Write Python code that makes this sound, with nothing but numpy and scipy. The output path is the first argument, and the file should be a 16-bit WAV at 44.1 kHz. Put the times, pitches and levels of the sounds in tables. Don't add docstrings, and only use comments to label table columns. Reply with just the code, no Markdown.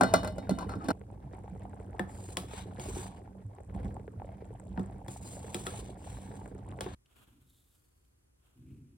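import sys
import numpy as np
from scipy import signal
from scipy.fft import rfft, irfft, next_fast_len
from scipy.io import wavfile
from scipy.ndimage import uniform_filter1d

SR = 44100
rng = np.random.default_rng(int(sys.argv[2]) if len(sys.argv) > 2 else 0)


def digitize_waveform(pressure):
    field = np.atleast_2d(pressure).T
    bounded = np.clip(field, -1, 1)
    quanta = np.round(bounded * 32767).astype(np.int16)
    wavfile.write(sys.argv[1], SR, quanta)


N = 395573
TIME = np.arange(N) / SR
PADDED = next_fast_len(N + SR // 2)
FREQS = np.maximum(np.arange(PADDED // 2 + 1) * SR / PADDED, 1)
LID_ENDS_S, STIR_ENDS_S = .920, 6.950

# t/s, bottom level/dB, surface level/dB
SIMMER_LEVEL = [(0.0, -41, -53), (0.88, -45, -47.5), (1.0, -50.5, -60.5), (1.28, -47, -53),
                (2.6, -47.5, -50.5), (2.95, -41.5, -44), (3.33, -53, -59.5), (3.64, -53, -58.5),
                (3.76, -42.5, -47.5), (3.9, -40.5, -51), (4.0, -48.5, -58.5), (4.95, -47.5, -57),
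                (5.6, -45, -49.5), (6.3, -46.5, -52.5), (6.94, -46.5, -53)]
# f/Hz, level/dB per Hz
RUMBLE = [(20, -31), (38, -11.5), (55, 5.5), (75, 1), (98, 6), (130, -2), (200, -15.5), (400, -83.5)]
# f/Hz, level/dB per Hz
CHURN = [(100, -18.5), (150, -8), (190, 15.5), (230, -0.5), (280, 4), (370, -6.5), (520, -4), (1000, -47)]
# f/Hz, level/dB per Hz
SLOSH = [(200, 0.5), (330, -10), (800, 0), (1200, -15), (2200, -16), (2700, -28), (3500, -30.5),
         (8000, -41.5), (15500, -62.5)]
# f/Hz, level/dB per Hz
BROTH = [(250, 0), (450, -11), (800, -3), (1200, -18), (2000, -29), (3200, -35), (5000, -45), (8000, -31),
         (11000, -41), (15500, -50)]
SEETHE_PER_S, SEETHE_DB = 9.8, 1.17
CHURN_DB, COVERED_CHURN_DB = -5.5, 4
LAPS_PER_S, LAP_DECAY_S, LAP_SPREAD_DB = 14, 0.013, 4.5
LAP_REST = 0.13
CRACKLE_HZ = np.geomspace(380, 11000, 17)
CRACKLE_PER_S, CRACKLE_SPREAD_DB, CRACKLE_Q = 420, 3.3, 5
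CLUSTER_DB = 2.5


def simmer():
    rumble, wet = gains(SIMMER_LEVEL) * from_db(SEETHE_DB * drift(SEETHE_PER_S))
    deep = rumble * colour(rng.standard_normal(N), RUMBLE)
    churn_gain = from_db(CHURN_DB + COVERED_CHURN_DB * until(LID_ENDS_S))
    churning = churn_gain * rumble * colour(grains(700, 1.5), CHURN)

    lap_decay = np.exp(-1 / (LAP_DECAY_S * SR))
    laps = signal.lfilter([1], [1, -lap_decay], np.abs(grains(LAPS_PER_S, LAP_SPREAD_DB)))
    lapping = colour(grains(2000, 3.0) * (LAP_REST + rms_one(laps)), SLOSH)

    pops = np.zeros(N)
    for hz in CRACKLE_HZ:
        clicks = grains(CRACKLE_PER_S / len(CRACKLE_HZ), CRACKLE_SPREAD_DB) + 1e-18
        pops += signal.lfilter(*signal.iirpeak(hz, CRACKLE_Q, SR), clicks)
    crackle = colour(pops * from_db(CLUSTER_DB * drift(22)), BROTH)

    small = np.zeros(N)
    for when, size, strength in rng.random((900, 3)):
        level = from_db(-16 * strength - 20 * size)
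        add(small, when * STIR_ENDS_S, level * bubble(360 * 6.5 ** size, cycles=15, rise=.08))
    return [deep + from_db(-6.0) * wet * crackle,
            churning + from_db(-8) * wet * rms_one(small),
            from_db(-10.0) * wet * lapping]


# t/s, level/dB, f/Hz, snap level/dB
PLOPS = [(1.014, -41, 474, -56), (1.102, -44.5, 894, -66), (1.241, -48, 845, -66), (1.35, -41.5, 800, -61),
         (1.384, -41.5, 860, -63), (1.442, -42, 470, -61), (1.479, -37, 830, -61), (1.551, -42, 460, -62),
         (1.561, -42, 790, -68), (1.653, -33.5, 760, -63), (1.733, -54, 439, -60), (1.801, -37.5, 450, -58),
         (1.812, -43.5, 844, -70), (1.931, -42.5, 830, -58), (2.289, -41, 416, -55), (2.535, -35, 447, -51),
         (2.709, -49, 810, -61.5), (2.968, -30.5, 370, -54), (3.067, -45, 1096, -55),
         (3.276, -43, 840, -67), (3.585, -39.5, 810, -57), (3.603, -41, 470, -64), (3.698, -48, 450, -58.5),
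         (3.806, -43, 480, -59), (3.967, -33, 830, -64), (3.997, -39.5, 450, -59.5),
         (4.079, -34, 435, -52.5), (4.199, -37, 800, -57.5), (4.219, -32.5, 813, -60),
         (4.246, -36.5, 560, -61), (4.291, -37, 720, -58.5), (4.422, -37.5, 425, -67),
         (4.506, -37, 463, -63), (4.651, -46, 460, -78), (4.899, -41.5, 797, -63), (5.063, -39, 834, -57),
         (5.162, -35.5, 795, -65), (5.368, -38, 614, -57), (5.445, -38, 433, -54), (6.171, -52, 470, -52),
         (6.315, -42, 431, -56), (6.415, -43, 403.3, -57), (6.418, -41, 885, -64), (6.459, -44, 712, -52),
         (6.551, -37.5, 405, -61), (6.789, -38, 450, -48.5), (6.863, -27, 394, -60)]
# t/s, level/dB
FILM_CLICKS = [(3.9436, -54), (4.5988, -48.5), (4.832, -56.5), (4.861, -53.5), (6.3557, -50), (6.459, -57),
               (6.478, -53)]
# t/s, level/dB, f/Hz
BUMPS = [(1.248, -38, 134), (1.522, -34.5, 179), (2.788, -36, 128), (3.448, -33, 102), (3.76, -32, 56.7),
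         (3.851, -34, 56.3), (4.175, -34, 96.3), (5.913, -38, 110), (6.142, -37, 112.6)]
PLOPS_PER_S, LESSER_PLOP_DB, PLOP_SPREAD_DB = 24, -47, 10
FILMS_PER_S, LESSER_FILM_DB, FILM_SPREAD_DB = 6.2, -59, 9
BUMPS_PER_S, LESSER_BUMP_DB, BUMP_SPREAD_DB = 5.7, -42.5, 12.5
PLOP_LOW_HZ, PLOP_HIGH_HZ, BUMP_LOW_HZ, BUMP_HIGH_HZ = 340, 850, 96, 126
PLOP_RING_DB, PLOP_CYCLES = 2, 14
PLOP_GLIDE = -0.058
LESSER_SNAP_DB = -25.5
SNAP_RING_DB, SNAP_CYCLES, SNAP_LOW_HZ, SNAP_HIGH_HZ = 5, 9, 1150, 2310
FILM_SNAP_DB = -7.5


def plops():
    spots = np.zeros((3, N))
    bumps, snaps, ticks = np.zeros((3, N))
    chance_plops = at_random(PLOPS_PER_S, LESSER_PLOP_DB, PLOP_SPREAD_DB, PLOP_LOW_HZ, PLOP_HIGH_HZ)
    lesser = [(s, db, hz, db + LESSER_SNAP_DB) for s, db, hz in chance_plops]
    for k, (s, db, hz, snap_db) in enumerate(list(PLOPS) + lesser):
        spot = spots[k % len(spots)]
        film_hz = rng.uniform(SNAP_LOW_HZ, SNAP_HIGH_HZ)
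        add(spot, s, from_db(db + PLOP_RING_DB) * bubble(hz, PLOP_CYCLES, PLOP_GLIDE))
        add(spot, s, from_db(snap_db + SNAP_RING_DB) * bubble(film_hz, SNAP_CYCLES, PLOP_GLIDE))
        add(snaps, s, from_db([snap_db]))

    chance_films = at_random(FILMS_PER_S, LESSER_FILM_DB, FILM_SPREAD_DB)
    for s, db, *_ in list(FILM_CLICKS) + chance_films:
        add(snaps, s, from_db([db + FILM_SNAP_DB]))
        add(ticks, s, from_db([db]))

    chance_bumps = at_random(BUMPS_PER_S, LESSER_BUMP_DB, BUMP_SPREAD_DB, BUMP_LOW_HZ, BUMP_HIGH_HZ)
    for s, db, hz in list(BUMPS) + chance_bumps:
        add(bumps, s, from_db(db) * bubble(hz, cycles=20, rise=.02))

    snap_spectrum = [(300, -12.5), (900, 16.5), (2200, 3.5), (2800, -9), (3600, -12), (5000, -25),
                     (8500, -22.5), (15500, -23.0)]
    tick_spectrum = [(1500, -4.5), (5000, -9.0), (8000, 19), (11000, -2), (15500, -15.0)]
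    snap = from_db(-73.0) * colour(snaps, snap_spectrum)
    tick = from_db(-83.0) * colour(ticks, tick_spectrum)
    return [*spots, bumps + snap + tick]


def bubble(hz, cycles, rise):
    t = TIME[:SR // 6]
    age = t * hz / cycles
    swell = 1 - np.exp(-t * hz * 4.5)
    return from_db(-60 * age) * swell * np.sin(2 * np.pi * hz * t * (1 + rise * np.minimum(age, 1)))


def at_random(per_s, top_db, spread_db, low_hz=1, high_hz=1):
    wait, size, pitch = rng.random((400, 3)).T
    times = np.cumsum(-np.log(1 - wait)) / per_s
    rows = np.transpose([times, top_db - spread_db * size, low_hz * (high_hz / low_hz) ** pitch])
    return [tuple(row) for row in rows if row[0] < STIR_ENDS_S]


# t/s, thud level/dB, clank level/dB, ring level/dB, struck spot's note f/Hz, note level/dB
POT_KNOCKS = [(1.995, -29, -31, -49.5, 1780, -24.5), (2.37, -38.5, -32.5, -34, 2000, -33.5),
              (2.797, -46, -42.5, -50.5, 2240, -47), (2.987, -48.5, -55.5, -67, 367, -39),
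              (3.748, -47, -53, -67, 183.6, -33.5), (3.847, -45, -66, -66.5, 200, -31.5),
              (4.776, -31.5, -35, -75, 363, -34.5), (4.795, -29, -42, -58.5, 358, -30),
              (5.082, -47, -44, -50.5, 770, -49), (5.545, -36.5, -38.5, -36.5, 1330, -42),
              (5.667, -44, -36.5, -40, 1350, -32.5), (6.808, -43, -36.5, -40, 1400, -37),
              (6.864, -46.5, -38, -78, 381.5, -38)]
# f/Hz, level/dB, t60/s
POT_MODES = [(190.8, 2, 0.18), (360.6, 1, 0.12), (508, -2.5, 0.058), (741, -9.5, 0.14), (860, -2.5, 0.072),
             (1330, -21.5, 0.1), (1750, -25.5, 0.018), (1990, -17, 0.028), (3360, 1, 0.025),
             (8050, -2.5, 0.025)]
# start t/s, firmest t/s, end t/s, grit level/dB, hiss level/dB
STROKES = [(2.09, 2.33, 2.35, -65.5, -62), (2.38, 2.41, 2.8, -69, -77), (2.49, 2.575, 2.623, -52.5, -60.5),
           (2.8, 2.82, 2.98, -55, -57), (2.96, 3.015, 3.067, -58.5, -58), (3.05, 3.07, 3.2, -68.5, -78),
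           (5.085, 5.11, 5.18, -63, -57), (5.22, 5.29, 5.37, -62, -57), (5.39, 5.58, 5.8, -61.5, -60),
           (5.67, 5.69, 5.91, -60, -64.5), (5.98, 6.13, 6.25, -64, -66), (6.22, 6.29, 6.5, -70.5, -72),
           (6.812, 6.83, 7.03, -58, -71)]
# f/Hz, width/Hz, level/dB
SPOON_MODES = [(2140, 180, -0.5), (2850, 66, -2.5), (5870, 120, -12.5), (7040, 41, -22.5),
               (6800, 28, -21.5), (7200, 180, -8.5), (8380, 84, -1), (9540, 300, -8.5)]
# f/Hz, level/dB per Hz
SCRAPE = [(300, 10), (800, -1.5), (1300, -9), (2200, -15.5), (3300, -9), (4500, -17.5), (6000, -18.5),
          (7200, -12), (8400, -15), (10500, -25.5), (13000, -23), (15500, -28)]
PRESSURE_DB, PRESSURE_PER_S = 0.5, 18
SLIP_ECHO_S, CONTACT_TRAVEL, SLIP_ECHO_DB = 0.000469, 0.057, -11


def spoon():
    struck = knocks(POT_KNOCKS, POT_MODES, ring_db=2.0,
                    clatter_db=[(200, -25.5), (800, -27.5), (3000, -27), (10000, -23.0)],
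                    clatter_length=0.24, swell_cycles=1.8, detune=0.31,
                    crack_db=3.5, tick_db=2.0, note_cycles=40.4)
    strokes = swells(STROKES, ease_in_db=9.0, ease_out_db=7.0, attack_s=0.014, release_s=0.028)
    grit, hiss = strokes * from_db(PRESSURE_DB * drift(PRESSURE_PER_S))
    slips = grains(7000, 3.2) * from_db(2.2 * drift(160))

    steel = np.zeros(N)
    for hz in np.geomspace(900, 12000, 44):
        steel += from_db(4.2 * drift(22)) * signal.lfilter(*signal.iirpeak(hz, hz / 90, SR), slips)
    rubbed = rms_one(steel) + from_db(-3) * rms_one(slips)
    echo_delay = SLIP_ECHO_S * np.exp(CONTACT_TRAVEL * drift(9))
    returned = np.interp(TIME - echo_delay, TIME, rubbed)

    resonances = sum(from_db(db) * resonate(slips, hz, width) for hz, width, db in SPOON_MODES)
    scrape = colour(rubbed + from_db(SLIP_ECHO_DB) * returned, SCRAPE)
    scrape = scrape + from_db(-18) * rms_one(resonances)
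    low = signal.sosfilt(signal.butter(2, [700, 6000], "band", fs=SR, output="sos"), scrape)
    high = signal.sosfilt(signal.butter(4, 6500, "high", fs=SR, output="sos"), scrape)
    return [struck, from_db(2.5) * grit * rms_one(low) + from_db(7.0) * hiss * rms_one(high)]


# t/s, thud level/dB, clank level/dB, ring level/dB,
# struck spot's note f/Hz, note level/dB
LID_KNOCKS = [(0.010, -19, -20.5, -36, 810, -13), (0.034, -27, -23, -37, 730, -16),
              (0.138, -23, -19.5, -30, 655, -12.5), (0.159, -28, -42, -43, 1420, -30),
              (0.232, -37.5, -38, -52, 650, -30), (0.246, -38.5, -36, -47.5, 1420, -34.5),
              (0.275, -39, -42, -48, 624, -29), (0.383, -38, -48.5, -54.5, 580, -27),
              (0.472, -52, -60, -85, 1580, -44), (0.494, -26, -44, -45, 610, -18),
              (0.509, -22, -43, -50.5, 294, -27), (0.587, -37, -41.5, -50, 1150, -32),
              (0.609, -43.5, -49, -59, 1010, -33), (0.693, -39, -43, -56, 1270, -32),
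              (0.718, -50, -47, -70, 1330, -48), (0.738, -40.5, -46.5, -73, 1230, -31),
              (0.755, -32, -52, -65, 273, -38), (0.843, -38, -64, -59, 300, -32),
              (0.885, -20, -32, -43.5, 289.4, -27), (0.905, -21, -29.5, -45.5, 860, -18.5)]
# f/Hz, level/dB, t60/s
LID_MODES = [(180, -2, .25), (196, -5, .3), (258, -2, .2), (295, -3, .12), (505, -1, .14), (625, -5, .18),
             (664, -2, .22), (752, -1, .1), (790, 0, .11), (910, -5, .05), (1045, -4, .07), (1175, -3, .09),
             (1320, -1, .11), (1400, 3, .13), (1470, 0, .06), (1548, 2, .08), (2032, -2.5, .16),
             (2075, -11, .12), (2363, -7, .06), (2460, -10, .12), (2956, -9, .45), (3520, -9, .17),
             (3640, -6, .11), (3747, -10, .48), (4208, -2, .11), (4230, 2, .15), (4410, -11, .12),
             (4690, -12, .11), (5150, -8, .08), (5195, -3, .15), (5780, -12, .14), (6165, -6, .11),
             (8048, -12, .16), (8950, -14, .15)]
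# start t/s, firmest t/s, end t/s, grating level/dB,
# squeal level/dB, squeal f/Hz
SLIDES = [(0.046, 0.063, 0.17, -42, -44.5, 658), (0.128, 0.16, 0.2, -41, -42.5, 684),
          (0.227, 0.275, 0.29, -44, -37.5, 617), (0.583, 0.632, 0.64, -45, -44, 1006),
          (0.69, 0.716, 0.745, -46, -48, 1334), (0.8, 0.822, 0.83, -58, -46.5, 1267),
          (0.839, 0.857, 0.875, -49, -38.5, 272)]
# f/Hz, level/dB per Hz
RIM = [(200, -16.5), (400, 2.5), (620, -5), (900, -2), (1350, -6.5), (1800, -33), (4200, -29),
       (6000, -30.5), (9000, -28.5), (15500, -46)]
SQUEAL_WIDTH_HZ = 15


def lid():
    clatter_db = [(200, -32.5), (800, -23), (1200, -27), (1500, -25), (1850, -37), (3000, -29.5),
                  (4200, -25), (10000, -20)]
    clatter = knocks(LID_KNOCKS, LID_MODES, ring_db=-5.5, clatter_db=clatter_db,
                     clatter_length=0.77, swell_cycles=0.44, detune=0.12,
                     crack_db=-7, tick_db=-0.5, note_cycles=15)
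    slips = grains(2500, 4.2)
    singing = np.zeros(N)
    for hz, db, t60 in LID_MODES:
        singing += from_db(db) * signal.lfilter(*signal.iirpeak(hz, hz * t60 / 4, SR), slips)
    singing_spectrum = [(200, -1), (650, 5), (1400, 1.5), (2200, -7), (5000, -4.5), (9000, -13)]
    grating = from_db(-4) * colour(slips, RIM) + from_db(-8.0) * colour(singing, singing_spectrum)
    sliding = np.zeros(N)
    for *stroke, hz in SLIDES:
        grate, squeal = swells([stroke], ease_in_db=8.0, ease_out_db=5.5,
                               attack_s=0.0049, release_s=0.036)
        squealing = resonate(grains(1500, 0.66), hz, SQUEAL_WIDTH_HZ)
        sliding += grate * grating + squeal * squealing
    return [clatter + sliding]


# f/Hz, t60/s
CLATTER_T60 = [(200, .09), (800, .05), (3000, .04), (12000, .025)]
CLATTER_TAIL_DB = -20
DAMPING_DB, UNDAMPED_ABOVE_HZ = -4, 2800


def knocks(table, modes, ring_db, clatter_db, clatter_length, swell_cycles, detune,
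           crack_db, tick_db, note_cycles):
    out, sustained = np.zeros((2, N))
    t = TIME[:SR // 2]
    edges = np.geomspace(130, 16500, 15)
    bands = [signal.butter(2, pair, "band", fs=SR, output="sos") for pair in zip(edges, edges[1:])]
    for s, thud, clank, ring, note_hz, note_db in table:
        out *= 1 + (from_db(DAMPING_DB) - 1) * (1 - until(s + 0.0013))
        add(out, s, from_db(clank + crack_db - 60 * t / 0.0026) * np.sin(2 * np.pi * 1500 * t))
        note_fall = from_db(note_db - 60 * t * note_hz / note_cycles)
        add(out, s, note_fall * np.sin(2 * np.pi * note_hz * t))
        force = [(300, thud), (600, clank), (1500, clank - 3), (2200, ring), (5000, ring - 2),
                 (8500, ring + tick_db), (16000, ring + tick_db - 10.5)]
        for hz, level_db, t60 in modes:
            mode_db = at_hz(force, hz) + level_db + ring_db + 2 * rng.normal()
            strength = from_db(mode_db) * rng.choice([-1, 1])
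            swell = 1 - np.exp(-t * hz / swell_cycles)
            pitch = hz + detune * np.sqrt(hz) * rng.normal()
            tone = strength * swell * from_db(-60 * t / t60) * np.sin(2 * np.pi * pitch * t)
            add(sustained if hz > UNDAMPED_ABOVE_HZ else out, s, tone)
        for band, hz in zip(bands, np.sqrt(edges[1:] * edges[:-1])):
            dying = from_db(-60 * t / (clatter_length * at_hz(CLATTER_T60, hz)))
            dying = dying + from_db(CLATTER_TAIL_DB - 60 * t / .25)
            burst = signal.sosfilt(band, rng.standard_normal(len(t)) * dying)
            add(out, s, from_db(at_hz(force, hz) + at_hz(clatter_db, hz)) * rms_one(burst))
    return out + sustained


# start t/s, firmest t/s, end t/s,
# rub level/dB, hiss level/dB, rasp level/dB, rasp f/Hz
SLEEVE = [(7.141, 7.198, 7.33, -68, -68, -81, 3086), (7.472, 7.57, 7.72, -87, -69.5, -78, 3660),
          (7.701, 7.75, 8.17, -85, -75.5, -87.5, 4495), (8.44, 8.465, 8.53, -74.5, -74, -95, 1496),
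          (8.644, 8.676, 8.85, -85, -80, -80.5, 2477)]
# f/Hz, level/dB per Hz
SLEEVE_RUB = [(200, 0), (450, 1.5), (800, -1.5), (1450, 1), (1900, -11), (2500, -3.5), (3300, -2.5),
              (5000, -19), (9000, -35)]
# f/Hz, level/dB per Hz
SLEEVE_HISS = [(2000, -10), (4000, -13), (7500, 10.5), (12000, 10), (15500, 3.5)]
RASP_WIDTH_HZ = 500


def sleeve():
    rubbing = colour(rng.standard_normal((2, N)), SLEEVE_RUB)
    fibres = colour(grains(17000, 4.8), SLEEVE_HISS)
    catching = grains(5000, 3.8)
    out = np.zeros((2, N))
    for *stroke, hz in SLEEVE:
        rub, hiss, rasp = swells([stroke], ease_in_db=8, ease_out_db=7, attack_s=0.11, release_s=0.17)
        out += from_db(2.5) * rub * rubbing
        out += from_db(-3.5) * hiss * fibres
        out += rasp * resonate(catching, hz, RASP_WIDTH_HZ)
    return out * from_db(1.6 * drift(12) + 1.9 * drift(90))


# t/s, peak level/dB, f/Hz
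LADLE_TICKS = [(7.059, -63, 2850), (8.049, -72, 3340)]


def ladle():
    out, t = np.zeros(N), TIME[:SR // 20]
    for s, db, hz in LADLE_TICKS:
        scratch = rng.standard_normal(len(t)) * from_db(-60 * t / 0.031)
        tick = resonate(scratch, hz, width_hz=900)
        add(out, s, from_db(db) * tick / np.abs(tick).max())
    return out


# start t/s, firmest t/s, end t/s, level/dB
HANDLING = [(7.2, 7.4, 7.69, -62.5), (8.585, 8.73, 9.05, -47)]
# f/Hz, level/dB per Hz
HAND = [(30, -32), (60, 2.5), (125, 10.5), (190, -5), (260, 5), (400, -13), (600, -40), (1500, -57)]


def handling():
    swell = swells(HANDLING, ease_in_db=8.5, ease_out_db=20, attack_s=0.037, release_s=0.038)[0]
    centre, wide = swell * colour(rng.standard_normal((2, N)), HAND)
    return from_db(-1) * centre + from_db(-18) * wide * np.array([[1], [-1]])


# f/Hz, level/dB per Hz
ROOM = [(30, -5.5), (60, 7), (110, 0), (200, -13), (350, -13), (600, -27), (1500, -27.5), (4000, -38),
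        (10000, -28), (15500, -44)]


def kitchen():
    wide_spectrum = [(60, 4.5), (300, 5.5), (1500, -5.5), (4000, -11.0), (9000, -8.5), (12000, -21.0)]
    centre = from_db(-70.0) * colour(rng.standard_normal(N), ROOM)
    wide = from_db(-78.0) * colour(rng.standard_normal(N), wide_spectrum)
    return centre + wide * np.array([[1], [-1]])


# f/Hz, phase/radians
PORT_PHASE = [(100, 0), (400, .25), (860, .8), (1060, 1.6), (1300, 4.1), (2000, 6.2), (5100, 6.1),
              (6300, 3.3), (6750, 3.0), (8600, .2), (10200, -.4), (12200, -2.9), (13500, -3.3),
              (15500, -6.1)]
# f/Hz, level/dB
PORT_BALANCE = [(100, -1.2), (700, -1.2), (1300, 2.5), (4400, 4), (8000, -.5), (15000, 0)]
# f/Hz, level/dB
REFLECTED = [(100, -15), (300, -5.5), (600, -4.5), (1200, -2), (2000, -4), (4000, -1), (6500, -9),
             (8000, -7), (11000, -9), (13000, -18), (15500, -13)]
EARLY_T60_S, KITCHEN_T60_S, KITCHEN_DB = .04, .28, -16
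EVEN_OVER_HZ = 30


def ports(sources):
    t, sides = TIME[:SR // 3], np.array([[.5], [-.5]])
    balance = from_db(sides * at_hz(PORT_BALANCE, FREQS))
    direct = balance * np.exp(1j * sides * at_hz(PORT_PHASE, FREQS))
    reflected = from_db(at_hz(REFLECTED, FREQS))
    decay = from_db(-60 * t / EARLY_T60_S) + from_db(KITCHEN_DB - 60 * t / KITCHEN_T60_S)
    heard = 0
    for x in sources:
        echoes = rng.standard_normal((2, len(t))) * decay
        echoes /= np.sqrt(np.sum(echoes ** 2, axis=1, keepdims=True))
        path = direct + reflected * rfft(echoes, PADDED)
        mean_power = np.mean(np.abs(path) ** 2, axis=0)
        power = uniform_filter1d(mean_power, size=int(EVEN_OVER_HZ * PADDED / SR))
        evening = causal(np.sqrt((1 + reflected ** 2) / power))
        heard = heard + rfft(x, PADDED) * evening * path
    return irfft(heard, PADDED)[:, :N]


def from_db(db):
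    return 10 ** (np.asarray(db) / 20)


def rms_one(x):
    return x / np.sqrt(np.mean(x ** 2) + 1e-20)


def gains(rows, attack_s=0.0083, release_s=0.034):
    s, *columns = np.transpose(rows)
    inside = np.clip(np.minimum((TIME - s[0]) / attack_s, (s[-1] - TIME) / release_s) + 1, 0, 1)
    return [inside * from_db(np.interp(TIME, s, c)) for c in columns]


def swells(rows, ease_in_db, ease_out_db, attack_s, release_s):
    strokes = []
    for start, firmest, end, *db in rows:
        curve = [(start, *np.subtract(db, ease_in_db)),
                 (firmest, *db),
                 (end, *np.subtract(db, ease_out_db))]
        strokes.append(gains(curve, attack_s, release_s))
    return np.sum(strokes, axis=0)


def at_hz(points, hz):
    table_hz, values = np.transpose(points)
    return np.interp(np.log(hz), np.log(table_hz), values)


def causal(gain):
    cepstrum = irfft(np.log(gain), PADDED)
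    cepstrum[1:PADDED // 2] *= 2
    cepstrum[PADDED // 2 + 1:] = 0
    return np.exp(rfft(cepstrum))


def colour(x, spectrum):
    response = causal(from_db(at_hz(spectrum, FREQS)))
    return rms_one(irfft(rfft(x, PADDED) * response, PADDED)[..., :N])


def resonate(x, hz, width_hz):
    return rms_one(signal.lfilter(*signal.iirpeak(hz, hz / width_hz, SR), x))


def drift(rate):
    knots = rng.standard_normal(4000)
    return rms_one(np.interp(TIME * rate, np.arange(len(knots)), knots))


def grains(per_s, spread_db):
    sizes = from_db(spread_db * np.minimum(rng.exponential(1, N), 4)) * rng.choice([-1, 1], N)
    return sizes * (rng.random(N) < per_s / SR)


def add(out, s, sound):
    start = max(round(s * SR), 0)
    out[start:start + len(sound)] += sound[:N - start]


def until(s):
    return np.clip((s - TIME) / .003, 0, 1)


def scene():
    stirring = ports(simmer() + plops() + spoon()) * until(STIR_ENDS_S)
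    covering = ports(lid()) * until(LID_ENDS_S)
    return stirring + covering + sleeve() + ladle() + handling() + kitchen()


def record(dry):
    thinned = signal.sosfilt(signal.butter(3, 34, "high", fs=SR, output="sos"), dry)
    return signal.sosfilt(signal.ellip(10, .2, 80, 15850, fs=SR, output="sos"), thinned)


dry = scene()
out = record(dry)
digitize_waveform(out)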